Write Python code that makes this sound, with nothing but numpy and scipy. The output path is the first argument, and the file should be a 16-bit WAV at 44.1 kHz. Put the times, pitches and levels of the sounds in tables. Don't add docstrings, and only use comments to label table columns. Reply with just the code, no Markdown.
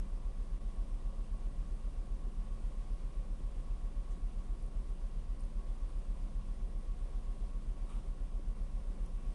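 import sys
import numpy as np
from scipy import signal
from scipy.fft import rfft, irfft, next_fast_len
from scipy.io import wavfile
from scipy.ndimage import uniform_filter1d, map_coordinates

SR = 44100
rng = np.random.default_rng(int(sys.argv[2]) if len(sys.argv) > 2 else 0)


def nominal_scale(level):
    x = np.asarray(level, float) / 20
    return 10 ** x


def put_to_file(sound):
    columns = np.atleast_2d(sound).T
    safe = np.clip(columns, -1, 1)
    whole_steps = np.round(safe * 32767)
    wavfile.write(sys.argv[1], SR, whole_steps.astype(np.int16))


N = 411894
T = np.arange(N) / SR


def unit(x):
    return x / np.sqrt(np.mean(x ** 2) + 1e-20)


def wobble(rate):
    knots = rng.standard_normal(int(N * rate / SR) + 4)
    return map_coordinates(knots, [T * rate])


def rush(spectrum, patchy_db, ducts=(), lo_hz=0, hi_hz=SR):
    z = signal.stft(rng.standard_normal(N + 512), nperseg=512)[2]
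    field = uniform_filter1d(rng.standard_normal(z.shape), 8, 0)
    field = uniform_filter1d(field, 8, 1)
    white = signal.istft(z * nominal_scale(patchy_db * unit(field)), nperseg=512)[1]
    m = next_fast_len(N + 8192)
    hz = np.fft.rfftfreq(m, 1 / SR)
    f, db = np.transpose(spectrum)
    colour_db = np.interp(np.log(hz + 1), np.log(f + 1), db, -120, -120)
    power = 1 + sum(nominal_scale(2 * lift) / (1 + (2 * (hz - c) / w) ** 2) ** 2 for c, w, lift in ducts)
    shaped = rfft(white, m) * nominal_scale(colour_db) * np.sqrt(power)
    inside = irfft(shaped * (hz > lo_hz) * (hz < hi_hz), m)[:N]
    return irfft(shaped, m)[:N] / np.std(inside)


def rings(events, t60, spread):
    out = np.zeros(N + SR)
    t = np.arange(SR // 20) / SR
    envelope = 1 - np.exp(-t / 0.00043)
    for s, db, hz in events:
        detunings = np.linspace(-1, 1, num=5) + rng.normal(0, .2, size=5)
        ring = sum(np.sin(2 * np.pi * hz * (1 + spread * d) * t) for d in detunings)
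        out[round(s * SR):][:len(t)] += nominal_scale(db - 8.5 - 60 * t / t60) * envelope * ring
    return out[:N]


def puff(event, spectrum):
    s, db, length = event
    u = np.clip(T - s, 0, None) / length
    return nominal_scale(db) * (1 - np.exp(-u / .12)) * np.exp(-u ** 1.6) * rush(spectrum, 1.5)


def phase_lag(k):
    pipe_order = 4
    if k < pipe_order:
        return 1.8 * (pipe_order - k) ** 1.55
    if k <= 6:
        return .21 * (k - pipe_order) ** 2
    return 1.4 * (k > 8)


def engine():
    # multiple of the cycle, peak level/dB
    throb = [(2, -60.6), (3, -58.1), (4, -36.4), (5, -39.7), (5.5, -54.7), (6, -43.1), (7, -55.3), (8, -69),
             (9, -56.9), (10, -60.7), (12, -62), (13, -74), (14, -68.5), (15, -63.4), (17, -72), (18, -68),
             (21, -72)]
    first_s, cycle_hz = .0036, 7.5427
    turn = 2 * np.pi * cycle_hz * (T - first_s)
    out = np.zeros(N)
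    for k, db in throb:
        polarity = -1 if 8 < k < 11 else 1
        level = nominal_scale(db + .35 * wobble(2.5))
        out -= polarity * level * np.cos(k * turn - phase_lag(k) + 0.018 * wobble(3.1))
    return out


def hull():
    # f/Hz, level/dB per Hz
    rumble = [(3, -14), (16, -8), (28, -7), (32, 0), (40, -3), (54, -2.5), (72, -8), (84, -16), (130, -44)]
    return nominal_scale(-54.7) * rush(rumble, patchy_db=0.0)


def hoist():
    # t/s, peak level/dB, ring f/Hz
    ticks = [(1.3794, -62, 9050), (4.4413, -69, 8790), (4.6244, -56, 9800), (4.6623, -57, 9120),
             (4.8933, -59, 10200), (5.3946, -60, 10100), (5.4061, -50, 8900), (5.416, -64, 8900),
             (5.422, -62, 10100), (5.451, -57, 9470), (5.4694, -64, 8920), (9.0603, -54, 10000),
             (9.0912, -61, 9820), (9.3082, -59, 8630)]
    # t/s, peak level/dB, ring f/Hz
    clinks = [
        (5.398, -61, 5200),
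        (5.436, -61, 6460),
        (6.414, -62, 2900),
        (6.42, -61, 3550),
        (9.061, -59, 5900),
    ]
    # t/s, level/dB, length/s
    scuffs = [
        (7.885, -58, .07),
        (7.95, -63.5, .045),
    ]
    # f/Hz, level/dB per Hz
    scuff_colour = [(500, -10), (800, 4), (1100, 9), (1600, -8), (2900, -4), (3800, -10), (4800, -19),
                    (7000, -18), (9500, -9), (11000, -22), (12000, -30)]
    struck = rings(ticks, t60=.016, spread=.065) + rings(clinks, t60=.02, spread=.07)
    return struck + sum(puff(scuff, scuff_colour) for scuff in scuffs)


def deck():
    # t/s, peak level/dB, ring f/Hz
    knocks = [
        (7.408, -56, 600),
        (7.437, -49, 480),
        (8.395, -49, 332),
    ]
    return rings(knocks, t60=.05, spread=.2)


def air_valve():
    # t/s, level/dB, length/s
    release = (4.1, -71.5, .05)
    # f/Hz, level/dB per Hz
    jet = [(3500, -30), (5000, -3), (6500, 0), (9000, -3), (11000, -30)]
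    return puff(release, jet)


def sheave():
    # t/s, length/s, start f/Hz, peak level/dB
    squeaks = [
        (6.975, .115, 8250, -80),
        (7.275, .17, 8450, -83),
    ]
    settle_hz, settle_s, edge_s = 9250, .055, .012
    out = np.zeros(N)
    for s, length, start_hz, db in squeaks:
        u = np.clip(T - s, 0, length)
        climb_s = settle_s * (length / squeaks[0][1]) ** 4
        pitch_hz = settle_hz - (settle_hz - start_hz) * np.exp(-u / climb_s) + 60 * wobble(120)
        shape = np.clip(np.minimum(u, length - u) / edge_s, 0, 1)
        out += shape * nominal_scale(db + 2.5 * wobble(50)) * np.sin(2 * np.pi * np.cumsum(pitch_hz) / SR)
    return out


def tones(lines):
    out = np.zeros(N)
    for hz, db in lines:
        out += nominal_scale(db + .5 * wobble(2)) * np.sin(2 * np.pi * hz * T + rng.uniform(0, 6))
    return out


def motors():
    # f/Hz, peak level/dB
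    hum = [(59.5, -66), (62.5, -66), (177.8, -71), (179, -70), (209.6, -75), (219.57, -61.2),
           (279.07, -73.4), (473, -79)]
    return tones(hum)


def converter():
    # f/Hz, peak level/dB
    whistles = [(9397, -99), (10115, -97), (10830, -105), (11217, -110)]
    return tones(whistles)


def air():
    # f/Hz, level/dB per Hz
    roar_colour = [(50, -40), (85, -10), (110, -6), (160, -7), (205, -11), (255, -14.5), (300, -12.5),
                   (450, -17), (600, -18), (875, -23.5), (1100, -22.5), (1270, -29.5), (1700, -35.5),
                   (2300, -75)]
    # f/Hz, level/dB per Hz
    hiss_colour = [(900, -25), (1300, -4), (1780, -7.5), (2200, -5), (3400, -7), (4300, -10.5),
                   (4700, -9.5), (7300, -13), (8800, -9.5), (10400, -13), (10780, -21), (11000, -28),
                   (11450, -25), (12200, -38)]
    # f/Hz, width/Hz, lift/dB
    duct_modes = [(134, 22, 1), (184.6, 26.3, 5.5), (219.2, 8.4, 5.5), (243.3, 13, 4.5), (273.7, 13, 2.5),
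                  (303, 9.3, -5.5), (379.7, 20, 2), (512.5, 18, 3), (536, 24, 2.5), (565, 19, 4.5),
                  (725, 31, 4.5), (953, 18, 1.5), (1023, 16, 6), (1078, 16, 1), (1114, 26, 10),
                  (1198, 30, 3), (1725, 22, 2.5), (1930, 103, 3.5), (2770, 48, 1), (3362, 42, -8)]
    roar_db, hiss_db = -61, -70.5
    flutter = 0.31 * wobble(3.02) + 0.21 * wobble(9) + 0.33 * wobble(35)
    roar = rush(roar_colour, 0.62, duct_modes, lo_hz=259, hi_hz=1400)
    hiss = rush(hiss_colour, 0.63, duct_modes, lo_hz=1500, hi_hz=11100)
    return nominal_scale(roar_db + 0.39 * flutter) * roar + nominal_scale(hiss_db + 0.97 * flutter) * hiss


def scene():
    machine = engine() + hull()
    events = hoist() + deck() + air_valve() + sheave()
    background = motors() + converter() + air()
    return (machine + events + background)[None]


def low_pass(x):
    return signal.sosfilt(signal.butter(12, 11910, fs=SR, output="sos"), x)


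def record(dry):
    # t/s, level/dB
    ducks = [
        (.595, -5),
        (4.705, -3),
        (5.27, -2.5),
        (7.755, -2.5),
        (8.545, -3.5),
    ]
    half_width_s = .011
    gain_db = sum(db * np.exp(-((T - s) / half_width_s) ** 2) for s, db in ducks)
    click = nominal_scale(-48 - 60 * T / .01) * rng.standard_normal(N)
    return low_pass(dry * nominal_scale(gain_db) + click)


dry = scene()
out = record(dry)
put_to_file(out)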